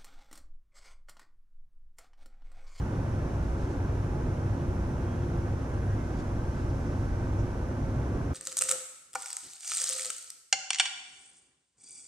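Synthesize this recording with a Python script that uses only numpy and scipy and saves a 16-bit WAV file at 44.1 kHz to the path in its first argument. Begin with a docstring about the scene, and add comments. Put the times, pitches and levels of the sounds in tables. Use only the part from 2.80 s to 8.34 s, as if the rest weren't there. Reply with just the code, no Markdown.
"""A quiet city canal, heard from a brick passage. Distant traffic blurs into a steady rumble,
with the wash of tyres above it and the hum and drone of far engines. Brakes squeak faintly between
the houses, and the cloth of a winter jacket rubs and rustles a few steps away.
A small camera with two microphone ports adds its own hiss. Faint, steady high tones lie over it all."""
import sys
import numpy as np
from scipy import signal
from scipy.fft import rfft, irfft
from scipy.io import wavfile
from scipy.ndimage import uniform_filter1d

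SR = 44100
rng = np.random.default_rng(int(sys.argv[2]) if len(sys.argv) > 2 else 0)


def waveform_to_disk(signal):
    """Save audio, clipped to [-1, 1], as 16-bit WAV at the path in sys.argv[1]."""
    frames = np.transpose(np.atleast_2d(signal))
    scaled = np.clip(frames, -1, 1) * 32767
    samples = np.round(scaled).astype(np.int16)
    wavfile.write(sys.argv[1], SR, samples)


N = 244118
TIME = np.arange(N) / SR
BINS = np.fft.rfftfreq(N, 1 / SR)

# the street's sound field at the two ports: f/Hz, coherence, left phase lead/rad, left minus right/dB
PORTS = [(30, 0.93, -0.069, -1.5), (87, 1, 0.0057, 0.5), (324, 0.95, 0.087, -1.5), (456, 0.89, 0.44, -2),
         (613, 0.65, -0.57, -3), (770, 0.02, 0.28, -3.5), (950, 0.51, -1.4, -1.5), (1480, 0.8, -1.56, -1.5),
         (2180, 0.5, -1.4, -1.1), (3040, 0.4, -0.067, -1), (4070, 0.82, -0.26, -0.5), (5200, 0.5, 0.86, -3)]


def rumble(level_db=-31, throb_db=0.17, lull_below_hz=234):
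    """Incoherent summation: many vehicles blur to a roar whose long waves reach both ports alike."""
    spectrum = [(30, -3.5), (48, -2), (68, -1.5), (85, 1), (105, -2), (132, -1.5), (168, -9.5),
                (300, -11.5), (365, -14), (410, -21), (700, -33), (1500, -70.5)]  # traffic noise: f/Hz, relative spectral level/dB
    lulls = [(.91, 0.12, -2), (2.874, 0.066, -5.5), (3.266, 0.16, -4), (4.86, 0.22, -2.5)]  # brief dips of the bass: t/s, length/s, gain/dB
    roar = noise(spectrum, *per_bin(PORTS))
    running_rms = np.sqrt(uniform_filter1d((roar ** 2).mean(0), size=SR // 4))
    roar = roar / running_rms
    bass = irfft(rfft(roar) / (1 + (BINS / lull_below_hz) ** 10), N)
    lull_db = sum(db * hump(t, length) for t, length, db in lulls)
    return (roar - bass + bass * gain_of(lull_db)) * gain_of(level_db + throb_db * throb())


def surges():
    """Band-limited noise: each vehicle that pulls away swells its own part of the roar."""
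    swells = [(.25, 0.36, 128, 0.73, -40), (0.947, 0.36, 310, 0.45, -42.5), (1.423, 0.2, 132, .4, -39),
              (1.462, 0.35, 367, 0.69, -42.5), (1.84, 0.42, 101, 1, -35.5), (2.116, 0.21, 90, 0.9, -35.5),
              (2.5, 0.58, 115, 0.73, -38), (2.53, 0.54, 346.5, 0.044, -45), (4.196, 0.93, 88, .4, -38.5),
              (5.066, 0.4, 242, 0.095, -41.5), (5.34, 0.43, 350, 0.73, -42.5)]  # vehicles pulling away: t/s, length/s, centre f/Hz, width/octaves, level/dB
    ports = per_bin(PORTS)
    return sum(noise(band(hz, octaves), *ports) * gain_of(db) * hump(t, length)
               for t, length, hz, octaves, db in swells)


def hum(hz=99, wander_hz=0.82, reference_db=-1):
    """Amplitude modulation: the joint note of two engines swells and ebbs unevenly."""
    envelope = [(0, -34), (.15, -41), (.85, -43.5), (1.05, -36), (1.27, -38), (1.4, -43.5), (1.5, -35.5),
                (2.05, -40.5), (2.19, -36), (2.35, -46), (2.75, -32.5), (2.88, -49), (3.0, -35),
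                (3.14, -31), (3.3, -44), (4.35, -38.5), (4.52, -30.5), (4.75, -35.5), (4.87, -53),
                (5.1, -30.5), (5.25, -44), (5.54, -42.5)]  # course of the note: t/s, level/dB re reference_db
    level_db = reference_db + np.interp(TIME, *np.transpose(envelope))
    return tone(hz + wander_hz * drift(8.8)) * gain_of(level_db)


def diesel(hz=58.3, wander_hz=0.79, start_db=-40.5, rise_db_per_s=0.2, throb_db=1.5, fading_db=0.5):
    """Periodic firing: a diesel's deep note throbs, slowly grows louder and swells once under load."""
    pull_db = 9 * hump(t=0.77, length=0.31)
    level_db = start_db + rise_db_per_s * TIME + pull_db + throb_db * throb()
    return tone(hz + wander_hz * drift(8.9)) * gain_of(level_db - fading_db * drift(3))


def tyre_wash(level_db=-42, flutter_db=0.21):
    """Rolling noise: tyres across the water, dulled by distance, swell a little as each car passes."""
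    spectrum = [(100, -3.5), (300, -7), (520, 0), (700, -3.5), (900, -4), (1200, -9), (1550, -10),
                (1800, -16), (2300, -20.5), (3200, -28), (4500, -34.5), (7000, -45), (14000, -68)]  # tyre noise: f/Hz, relative spectral level/dB
    return noise(spectrum, *per_bin(PORTS)) * gain_of(level_db + passing_db() + flutter_db * drift(11))


def drones(throb_db=0.1, fading_db=2):
    """Fading: the wavering notes of far engines and fans come and go between the houses."""
    engines = [(246.2, 2.69, -52), (274.2, 4.54, -52), (347.4, 6.57, -50.5), (519.4, 3.1, -64.5)]  # machine notes: f/Hz, rms wander/Hz, level/dB
    notes = sum(tone(hz + wander * drift(7.17)) * gain_of(db + fading_db * drift(2.8))
                for hz, wander, db in engines)
    return panned(notes * gain_of(throb_db * throb() + passing_db()), balance_db=0.3)


def brakes(jitter_hz=9, echo_db=-5):
    """Friction-excited vibration: far brakes squeak at a held or rising pitch and trail off in echo."""
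    stops = [(.95, 0.063, 1547, -0.5, -59), (1.339, 0.16, 834, 200, -51), (1.6, .1, 3160, 0, -74),
             (2.302, .15, 3260, 148, -69.5), (2.43, .07, 3287, 0, -74), (2.8, .09, 1267, -2.5, -60),
             (3.05, .06, 1525, 803, -60), (3.098, 0.099, 1645, 1501, -57), (3.12, 0.076, 1900, 2001, -62),
             (3.22, .08, 2114, -1, -66), (3.6, .06, 1550, -2, -61), (4.43, .07, 1521, 0, -61),
             (5.332, .07, 1154, -1, -56)]  # brake squeaks: t/s, length/s, f/Hz, glide/(Hz/s), level/dB
    squeaks = sum(tone(hz + glide * (TIME - t) + jitter_hz * drift(70)) * gain_of(db) * hump(t, length)
                  for t, length, hz, glide, db in stops)
    return panned(squeaks + gain_of(echo_db) * street_echo(squeaks), balance_db=-2)


def jacket(grain_db=2, tick_decay_s=0.0067):
    """Sliding friction: arm movements rub cloth in grainy swishes; a zip and snapping folds tick."""
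    rubs = [(.135, 0.051, 3220, .6, -66), (.6, .3, 6500, 2, -70), (.82, .1, 6800, 2.2, -63),
            (.92, .06, 6600, 1.2, -65.5), (3.353, 0.29, 4700, 2.4, -64.8), (3.396, .045, 4900, 1.8, -59),
            (3.797, .12, 5000, 1.8, -64), (4.075, .04, 5700, .45, -65), (4.125, .05, 5400, .6, -70),
            (4.15, 0.93, 5900, 1.1, -69.5), (4.597, 0.064, 6000, .35, -63.5)]  # arm movements: t/s, length/s, centre f/Hz, width/octaves, level/dB
    snaps = [(3.903, 4000, -59), (3.982, 7800, -59.5)]  # zip and folds: t/s, centre f/Hz, level/dB
    swishes = sum(cloth(hz, octaves) * gain_of(db) * hump(t, length)
                  for t, length, hz, octaves, db in rubs)
    ticks = sum(cloth(hz, octaves=0.81) * gain_of(db) * (TIME >= t)
                * np.exp(-abs(TIME - t) / tick_decay_s) for t, hz, db in snaps)
    return (swishes + ticks) * gain_of(grain_db * drift(150))


def cloth(hz, octaves, top_hz=7000):
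    """Friction noise of nylon: one band of unit rms, with little top treble."""
    low_pass = signal.butter(4, top_hz, fs=SR, output="sos")
    return unit_rms(signal.sosfilt(low_pass, noise(band(hz, octaves), coherence=0.58)))


def far_whine(hz=1540, wander_hz=22, mean_db=-66.5, approach_db_per_s=0.5, fading_db=1.5):
    """Spreading loss: a motor's faint, blurred whine gains level as it draws nearer."""
    level_db = mean_db + approach_db_per_s * (TIME - TIME.mean()) + fading_db * drift(4.5)
    return panned(tone(hz + wander_hz * drift(9)) * gain_of(level_db), balance_db=-2)


def street_echo(x, t60_s=1):
    """Reverberation: the house fronts return a diffuse, decaying tail, different at each port."""
    tail = rng.standard_normal((2, SR)) * np.exp(-np.log(1000) * TIME[:SR] / t60_s)
    return signal.fftconvolve(x[None], tail / np.linalg.norm(tail[0]), axes=1)[:, :N]


def throb(period_s=0.661, crest_s=2.555):
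    """Periodic modulation: the heavy engines swell and ebb, between -1 and 1."""
    return np.cos(2 * np.pi * (TIME - crest_s) / period_s)


def passing_db():
    """Pass-by: each car lifts the level most at its closest approach."""
    cars = [(.75, 2.1, 0.7), (2.3, 1.2, 0.1), (4.6, 0.6, 0.3), (5.3, 0.3, 0.5)]  # cars across the water: t/s, length/s, gain/dB
    return sum(db * hump(t, length) for t, length, db in cars)


def noise(spectrum, coherence=0, lead_rad=0, balance_db=0):
    """Partial coherence: coloured stereo noise of unit rms, with phase and level differences."""
    left, independent = rfft(rng.standard_normal((2, N)))
    right = (coherence * left + np.sqrt(1 - coherence ** 2) * independent) * np.exp(-1j * lead_rad)
    pair = np.array([left * gain_of(balance_db / 2), right * gain_of(-balance_db / 2)])
    return unit_rms(irfft(pair * gain_of(per_bin(spectrum)[0]), N))


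def band(hz, octaves):
    """Gaussian spectrum of a given half-power width: rows of f/Hz, level/dB."""
    steps = np.linspace(-3, 3, 25)
    return np.transpose([hz * 2 ** (steps * octaves), -12 * steps ** 2])


def tone(hz):
    """Phase as the integral of frequency: a sine of unit rms."""
    return np.sqrt(2) * np.sin(2 * np.pi * (np.cumsum(hz * np.ones(N)) / SR + rng.random()))


def drift(rate_hz):
    """Random fluctuation: low-passed noise of unit rms."""
    low_pass = np.exp(-(BINS / rate_hz) ** 2) * (BINS > 0)
    return unit_rms(irfft(rfft(rng.standard_normal(N)) * low_pass, N))


def hump(t, length):
    """Gaussian envelope that peaks at t; length is its full width at 1/e."""
    return np.exp(-(2 * (TIME - t) / length) ** 2)


def panned(x, balance_db):
    """Level panning: the left channel exceeds the right by balance_db."""
    return x * gain_of([[balance_db / 2], [-balance_db / 2]])


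def per_bin(table):
    """Log-frequency interpolation of a table's columns at every bin."""
    hz, *columns = np.transpose(table)
    return [np.interp(np.log(BINS + 1), np.log(hz + 1), column) for column in columns]


def gain_of(db):
    """Decibels to amplitude."""
    return 10 ** (np.asarray(db) / 20)


def unit_rms(x):
    """Normalisation to an rms of one."""
    return x / np.sqrt(np.mean(x ** 2) + 1e-20)


def scene():
    """Superposition: the street and the few small sounds over it add."""
    return (rumble() + surges() + tyre_wash() + drones() + far_whine() + hum() + diesel()
            + jacket() + brakes())


def record(dry, low_cut_hz=20, top_hz=14600):
    """Band limiting and self-noise: the camera trims both ends and hisses. Faint high tones sound too."""
    hiss_spectrum = [(1000, -6), (3000, -10), (4700, -5.5), (5400, 0.5), (5950, 2), (6800, -3), (8000, -8),
                     (10000, -7.5), (10900, -9.5), (11500, -15), (12800, -16), (14500, -28)]  # microphone hiss: f/Hz, relative spectral level/dB
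    hiss_balance = [(5200, -1), (7000, -2.5), (8300, -4.5), (9800, -3.5), (11500, 0)]  # the hiss leans right: f/Hz, left minus right/dB
    steady_tones = [(5998, -89, -84.5), (8152, -97, -89), (8211, -94, -82), (12289, -103, -94)]  # faint, steady high tones: f/Hz, left level/dB, right level/dB
    street = signal.sosfilt(signal.butter(2, low_cut_hz, "high", fs=SR, output="sos"), dry)
    hiss = gain_of(db=-61.5) * noise(hiss_spectrum, balance_db=per_bin(hiss_balance)[0])
    high_tones = sum(gain_of([[left], [right]]) * tone(hz) for hz, left, right in steady_tones)
    low_pass = signal.firwin(511, top_hz, window=("kaiser", 9), fs=SR)
    return signal.oaconvolve(street + hiss + high_tones, low_pass[None], "same")


dry = scene()
out = record(dry)
waveform_to_disk(out)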